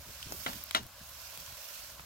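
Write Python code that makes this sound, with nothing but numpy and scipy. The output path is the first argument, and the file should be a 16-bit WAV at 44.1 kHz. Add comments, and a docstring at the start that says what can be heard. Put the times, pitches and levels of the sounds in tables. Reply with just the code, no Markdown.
"""Meat sauce simmers in a cast iron pot over an outdoor wood fire: dense random clicks over a noise wash.
Larger bubbles add short, slightly rising notes; steam is filtered noise, mostly right, that swells and sinks.
Flames are low noise with short flares; embers tick and crackle in short decaying bursts.
Twice the wood pops: a crack, spitting gas, ringing log modes and a low knock."""
import sys
import numpy as np
from scipy import signal
from scipy.fft import rfft, irfft
from scipy.io import wavfile
from scipy.ndimage import uniform_filter1d

SR = 44100
rng = np.random.default_rng(int(sys.argv[2]) if len(sys.argv) > 2 else 0)


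def inscribe(sig):
    """Save sig as 16-bit PCM at rate SR to the path in sys.argv[1].

    A 1-D sig is mono; a 2-D sig holds one channel per row.
    Samples are clipped to [-1, 1] before scaling.
    """
    pcm = np.round(np.clip(np.atleast_2d(sig).T, -1, 1) * 32767)
    wavfile.write(sys.argv[1], SR, pcm.astype(np.int16))


N = 90404
TIME_S, FREQ_HZ = np.arange(N) / SR, np.fft.rfftfreq(N, 1 / SR)

# Ember crackle spectrum: f/Hz, density/dB per Hz
CRACKLE_SPECTRUM = [(500, -5), (3000, -5.5), (8000, -7), (15000, -2)]
CRACKLES_PER_S, CRACKLE_DB, CRACKLE_SPREAD_DB, CRACKLE_DECAY_S = 22, -55, 2.5, .0004

# Ember ticks: t/s, level/dB, decay/s, spectrum/dB at 600 Hz, 3 kHz, 7 kHz, 14 kHz,
# left-right/dB, right lag/s
TICKS = [(0.2276, -39.5, 0.0024, -30, 5.5, -6.5, -9, 1, .0004),
         (0.3224, -35, 0.0004, 9, -7, 6.5, -0.5, 5, .0004),
         (0.5315, -43, 0.0016, -2, 1, -6, -12, -1, .0004), (0.6384, -35, 0.00063, -31, -32, -21, 9, -1, 0),
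         (0.7099, -33.5, 0.0013, -8, 1.5, -9.5, -7.5, -0.5, 0),
         (1.0940, -47, 0.00046, -6, -21, -9, 11, 6, 0), (1.3750, -41, .001, -3, 3, -3, 1, -2, 0),
         (1.4012, -46, .0006, 2, -17, -13, 5, 7, 0), (1.4623, -47, 0.0035, -16, 5, 5, -7, 7, 0),
         (1.9957, -43.5, 0.001, 5.5, -6.5, -39, -27, 2.5, 0)]
TICK_RISE_S, TICK_TAIL_DB, TICK_TAIL_S = 0.00032, -18, .004
TICK_LIKENESS = 0.23  # left-right, also for crackle
BURST_REF_S = .005  # burst levels: energy spread over this time

# Flame rumble spectrum: f/Hz, density/dB per Hz
FLAME_SPECTRUM = [(15, -34), (30, -27), (60, -3), (110, -12.5), (170, -21), (280, -27), (500, -35.5),
                  (1200, -39)]
# Steady flutter: t/s, level/dB
FLUTTER = [(0, -63), (.2, -58.5), (.65, -58.5), (.84, -62), (.92, -64.5), (1.05, -60), (1.2, -61),
           (1.3, -64), (1.5, -60.5), (1.66, -72), (1.8, -61), (2.05, -56.5)]
# Flares: start/s, length/s, level/dB, upper edge/Hz
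FLARES = [(-.02, 0.059, -56, 118), (.05, .08, -57, 224), (.252, 0.029, -49.5, 158), (.275, 0.1, -53.5, 466),
          (.34, 0.11, -57, 143), (.465, 0.13, -55.5, 193), (.53, 0.11, -60.5, 232),
          (.755, 0.083, -51.5, 295), (.795, 0.086, -53, 138), (1.0, 0.05, -56.5, 167),
          (1.35, .1, -62.5, 137), (1.44, 0.14, -62, 104), (1.77, 0.087, -66, 105),
          (1.98, 0.045, -58.5, 138)]
FLARE_LOW_HZ, FLAME_LIKENESS = 42.4, 0.91

# Wood pops: t/s, crack level/dB, crack decay/s, gas level/dB, gas decay/s, tilt/dB per octave,
# left-right/dB, ring level/dB, knock level/dB, knock f/Hz
POPS = [(.461, -27.5, 0.0059, -29.5, 0.021, -2, 0, -48.5, -33.5, 353),
        (0.747, -21.5, 0.0028, -24.5, 0.014, 2, 3, -29, -34.5, 257)]
# Crack spectrum: f/Hz, density/dB per Hz
CRACK_SPECTRUM = [(80, -41), (200, -35), (380, -12.5), (700, -7), (950, -9), (1400, 1.5), (1700, -9.5),
                  (2050, 0), (2600, -7.5), (3200, -3.5), (4000, -4), (5000, -25), (8000, -20.5),
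                  (11000, -24), (16000, -40)]
# Escaping gas spectrum: f/Hz, density/dB per Hz
GAS_SPECTRUM = [(80, -16.5), (250, -5.5), (450, -9), (680, -4.5), (900, -3), (1150, -3.5), (1600, -5.5),
                (2100, -11.5), (2500, -13), (2950, -5), (3500, -10.5), (6500, -17), (9000, -31),
                (16000, -37)]
# Log modes: f/Hz, relative level/dB, t60/s
LOG_MODES = [(637, -1, 0.1), (735, -11.5, .08), (1400, 3, 0.097), (2030, -7.5, 0.12), (2025, 6, 0.034),
             (2390, -3, 0.05), (2860, -1, 0.12), (3836, 1, 0.11), (4100, -38, 0.025)]
CRACK_RISE_S, GAS_RISE_S, GAS_HOLD_S = 0.0016, 0.0016, 0.022
POP_RIGHT_LAG_S, POP_LIKENESS = 0.000439, 0.72
GROUND_ECHO_S, GROUND_ECHO_GAIN = 0.00068, 0.15
KNOCK_RISE_S, KNOCK_DECAY_S, KNOCK_SAG = 0.001, 0.0061, 0.1  # sag: fraction of pitch

# Steam hiss spectrum: f/Hz, density/dB per Hz
HISS_SPECTRUM = [(400, -36), (900, -11.5), (1500, -4.5), (2000, -6.5), (2500, -1.5), (3600, -3),
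                 (5600, 1.5), (7000, -3), (9300, -8), (12500, 1), (16000, -2)]
# Hiss gain on the left: f/Hz, gain/dB
HISS_LEFT = [(1000, -3.5), (2400, -5), (4200, -3), (5600, -12), (8500, 1), (14000, -7)]
# Steam course: t/s, level/dB, extra treble/dB
STEAM = [(0, -50.5, -3), (.15, -44, -3), (.27, -42, -9), (.34, -44.5, 4), (.43, -40, -1), (.56, -41, -2),
         (.68, -47, -6), (.78, -41, -21), (.87, -58, -14), (.97, -51, -8), (1.08, -47.5, 0),
         (1.27, -43, -3.5), (1.5, -43, -4), (1.78, -42, -1.5), (1.9, -44.5, -4.5), (2.05, -52.5, -8)]
HISS_FLICKER_DB, HISS_FLICKER_HZ, TREBLE_HZ = 1.0, 87, 8100
PATCH_DB = 1.7  # rms of the colour shifts

# Larger bubbles
BLIPS_PER_S, BLIP_DB, BLIP_SPREAD_DB = 160, -60, 2.5
BLIP_LOW_HZ, BLIP_HIGH_HZ = 557.6, 5120
BLIP_CYCLES, BLIP_GLIDE = 9.7, 0.035  # cycles per e-fold decay, fractional rise per e-fold

# Bubble spectrum, coloured by the pot: f/Hz, density/dB per Hz
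SIMMER_SPECTRUM = [(250, -12.5), (420, -16.5), (560, 4.5), (660, 1), (830, -6.5), (1020, 3), (1250, -3),
                   (1480, 1.5), (1900, -7), (2800, -5), (4500, -5), (7000, -5.5), (9300, -11.5),
                   (12500, -3.5), (16000, -8.5)]
# Left-right likeness of the simmer: f/Hz, likeness
SIMMER_LIKENESS = [(500, 0.77), (1500, 0.85), (3000, 0.73), (6000, 0.083), (15000, 0.033)]
SIMMER_DB, BUBBLES_PER_S, WASH_SHARE = -53.5, 4000, 0.37  # share of power

EDGE_HZ = 16100


def amp(db):
    """Decibels to gain."""
    return 10 ** (np.asarray(db) / 20)


def evened(x):
    """Scales to an rms of one."""
    return x / np.sqrt(np.mean(x ** 2) + 1e-20)


def read(points, hz):
    """Reads a table on a log-frequency axis."""
    f, value = np.transpose(points)
    return np.interp(np.log(hz + 1), np.log(f + 1), value)


def add(mix, start_s, sound):
    """Mixes a stereo sound in at a time, trimmed to the mix."""
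    at = round(start_s * SR)
    sound = sound[:, max(-at, 0):]
    part = mix[:, max(at, 0):][:, :sound.shape[1]]
    part += sound[:, :part.shape[1]]


def colour(x, points, tilt_db_per_octave=0, size=4096):
    """Minimum-phase filter that follows a spectrum, tilted about 2 kHz."""
    hz = np.fft.rfftfreq(size, 1 / SR)
    octaves = np.log2(np.maximum(hz, 200) / 2000)
    log_gain = np.log(amp(read(points, hz) + tilt_db_per_octave * octaves))
    circle = np.r_[log_gain, log_gain[-2:0:-1]]
    response = np.exp(np.conj(signal.hilbert(circle)))
    taps = np.fft.ifft(response).real[:size // 2]
    return signal.fftconvolve(x, taps[None], axes=1)[:, :x.shape[1]]


def pair(x, likeness):
    """Blends two unrelated signals into a left and a right of given likeness."""
    likeness = np.clip(likeness, -1, 1)
    mid = x[0] * np.sqrt((1 + likeness) / 2)
    side = x[1] * np.sqrt((1 - likeness) / 2)
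    return np.array([mid + side, mid - side])


def place(x, pan_db, lag_s):
    """Sets the left-right balance and delays the right side."""
    size = x.shape[1]
    delay = np.exp(-2j * np.pi * np.fft.rfftfreq(size, 1 / SR) * lag_s)
    late = irfft(rfft(x[-1]) * delay, size)
    return np.array([x[0] * amp(pan_db / 2), late * amp(-pan_db / 2)])


def burst(envelope, points, db, likeness, tilt_db_per_octave=0):
    """A dense run of tiny fractures: random-sign impulses, shaped and coloured."""
    impulses = rng.choice([-1., 1.], (2, len(envelope)))
    x = colour(pair(impulses, likeness) * envelope, points, tilt_db_per_octave)
    return amp(db) * evened(x) * np.sqrt(BURST_REF_S * SR / len(envelope))


def patchy(x):
    """Lets narrow bands swell and sink by chance, so the colour keeps shifting."""
    z = signal.stft(x, nperseg=1024, noverlap=768)[2]
    patches = rng.standard_normal(z.shape[1:])
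    for axis in (0, 1):
        patches = uniform_filter1d(patches, size=7, axis=axis)
    z = z * amp(PATCH_DB * evened(patches))
    return signal.istft(z, nperseg=1024, noverlap=768)[1][:, :N]


def crackle():
    """Faint snaps of the embers at random times: decaying bursts of fractures."""
    out, candidates = np.zeros((2, N)), 120
    envelope = np.exp(-TIME_S[:512] / CRACKLE_DECAY_S)
    for when, size, chance in rng.random((candidates, 3)):
        if chance < CRACKLES_PER_S * N / SR / candidates:
            db = CRACKLE_DB + CRACKLE_SPREAD_DB * min(-np.log(1 - size), 3)
            add(out, when * N / SR, burst(envelope, CRACKLE_SPECTRUM, db, TICK_LIKENESS))
    return out


def ticks():
    """Small snaps in the embers, each with a brief scatter off the stones."""
    out, t = np.zeros((2, N)), TIME_S[:4096]
    rise = np.minimum(t / TICK_RISE_S, 1)
    scatter = amp(TICK_TAIL_DB) * np.exp(-t / TICK_TAIL_S)
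    for start_s, db, decay_s, low_db, mid_db, high_db, top_db, pan_db, lag_s in TICKS:
        envelope = rise * (np.exp(-t / decay_s) + scatter)
        points = [(120, low_db - 17), (600, low_db), (3000, mid_db), (7000, high_db), (14000, top_db)]
        add(out, start_s, place(burst(envelope, points, db, TICK_LIKENESS), pan_db, lag_s))
    return out


def flames():
    """Low noise flutter that rises and falls, with short band-passed flares."""
    rumble = colour(pair(rng.standard_normal((2, N)), FLAME_LIKENESS), FLAME_SPECTRUM)
    out = amp(np.interp(TIME_S, *np.transpose(FLUTTER))) * evened(rumble)
    low_cut = 1 + (FLARE_LOW_HZ / (FREQ_HZ + 1)) ** 4
    for start_s, length_s, db, edge_hz in FLARES:
        band = 1 / np.sqrt((1 + (FREQ_HZ / edge_hz) ** 5) * low_cut)
        roar = irfft(rfft(pair(rng.standard_normal((2, N)), FLAME_LIKENESS)) * band, N)
        swell = signal.windows.tukey(int(length_s * SR), .7)
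        add(out, start_s, amp(db) * evened(roar[:, :len(swell)] * swell))
    return out


def log_body(t, ring_db, knock_db, knock_hz):
    """The log's modes ring briefly over a low knock that sags in pitch."""
    ring = 0
    for hz, db, t60_s in LOG_MODES:
        ring = ring + amp(db - 60 * t / t60_s) * np.sin(2 * np.pi * (hz * t + rng.random()))
    decay = np.exp(-t / KNOCK_DECAY_S)
    turns = np.cumsum(knock_hz * (1 - KNOCK_SAG * (1 - decay))) / SR
    knock = decay * np.sin(2 * np.pi * turns)
    rise = np.minimum(t / KNOCK_RISE_S, 1)
    return (rise * (amp(ring_db) * ring + amp(knock_db) * knock))[None]


def pops():
    """A pocket in the wood cracks open and spits gas; the ground echoes the crack."""
    out, t = np.zeros((2, N)), TIME_S[:8192]
    for (start_s, crack_db, crack_s, gas_db, gas_s, tilt,
         pan_db, ring_db, knock_db, knock_hz) in POPS:
        snap = np.minimum(t / CRACK_RISE_S, 1) ** 2 * np.exp(-t / crack_s)
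        spit = np.minimum(t / GAS_RISE_S, 1) * np.exp(-np.maximum(t - GAS_HOLD_S, 0) / gas_s)
        crack = burst(snap, CRACK_SPECTRUM, crack_db, POP_LIKENESS, tilt)
        gas = burst(spit, GAS_SPECTRUM, gas_db, POP_LIKENESS, tilt)
        body = log_body(t, ring_db, knock_db, knock_hz)
        add(out, start_s, place(crack + gas + body, pan_db, POP_RIGHT_LAG_S))
        echo = GROUND_ECHO_GAIN * crack
        add(out, start_s + GROUND_ECHO_S, place(echo, pan_db, POP_RIGHT_LAG_S))
    return out


def steam():
    """Sputtering hiss, mostly right: coloured noise with moving level and treble."""
    t, level_db, treble_db = np.transpose(STEAM)
    noise = evened(patchy(colour(rng.standard_normal((2, N)), HISS_SPECTRUM)))
    left, right = rfft(noise)
    z = np.array([left * amp(read(HISS_LEFT, FREQ_HZ)), right])
    top = 1 / (1 + (TREBLE_HZ / (FREQ_HZ + 1)) ** 6)
    treble = irfft(z * top, N) * amp(np.interp(TIME_S, t, treble_db))
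    hiss = irfft(z * (1 - top), N) + treble
    slow = rfft(rng.standard_normal(N)) / (1 + (FREQ_HZ / HISS_FLICKER_HZ) ** 2)
    flicker = evened(irfft(slow, N))
    return hiss * amp(np.interp(TIME_S, t, level_db) + HISS_FLICKER_DB * flicker)


def blips():
    """Larger bubbles burst with a short decaying note that rises a little."""
    out, candidates = np.zeros((2, N)), 800
    for when, pitch, size, side, chance in rng.random((candidates, 5)):
        if chance < BLIPS_PER_S * N / SR / candidates:
            hz = BLIP_LOW_HZ * (BLIP_HIGH_HZ / BLIP_LOW_HZ) ** pitch
            age = TIME_S[:2048] * hz / BLIP_CYCLES  # in e-fold decays
            turns = BLIP_CYCLES * age * (1 + BLIP_GLIDE * age / 2)
            note = np.exp(-age) * np.sin(2 * np.pi * turns)
            db = BLIP_DB + BLIP_SPREAD_DB * min(-np.log(1 - size), 3)
            add(out, when * N / SR, amp(db) * np.sqrt([[side], [1 - side]]) * note)
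    return out


def simmer():
    """Thousands of tiny bubbles burst as random clicks over a fine noise wash."""
    bursting = rng.random((2, N)) < BUBBLES_PER_S / SR
    clicks = rng.choice([-1., 1.], (2, N)) * bursting
    wash = rng.standard_normal((2, N))
    drive = np.sqrt(1 - WASH_SHARE) * evened(clicks) + np.sqrt(WASH_SHARE) * wash
    stereo = irfft(pair(rfft(drive), read(SIMMER_LIKENESS, FREQ_HZ)), N)
    return amp(SIMMER_DB) * evened(colour(stereo, SIMMER_SPECTRUM))


def scene():
    """The fire and the pot above it."""
    fire = crackle() + ticks() + flames() + pops()
    pot = steam() + blips() + simmer()
    return fire + pot


def record(dry):
    """Band limit: linear-phase low-pass at EDGE_HZ."""
    taps = signal.firwin(511, EDGE_HZ, window=("kaiser", 9), fs=SR)
    return signal.oaconvolve(dry, taps[None], "same")


dry = scene()
out = record(dry)
inscribe(out)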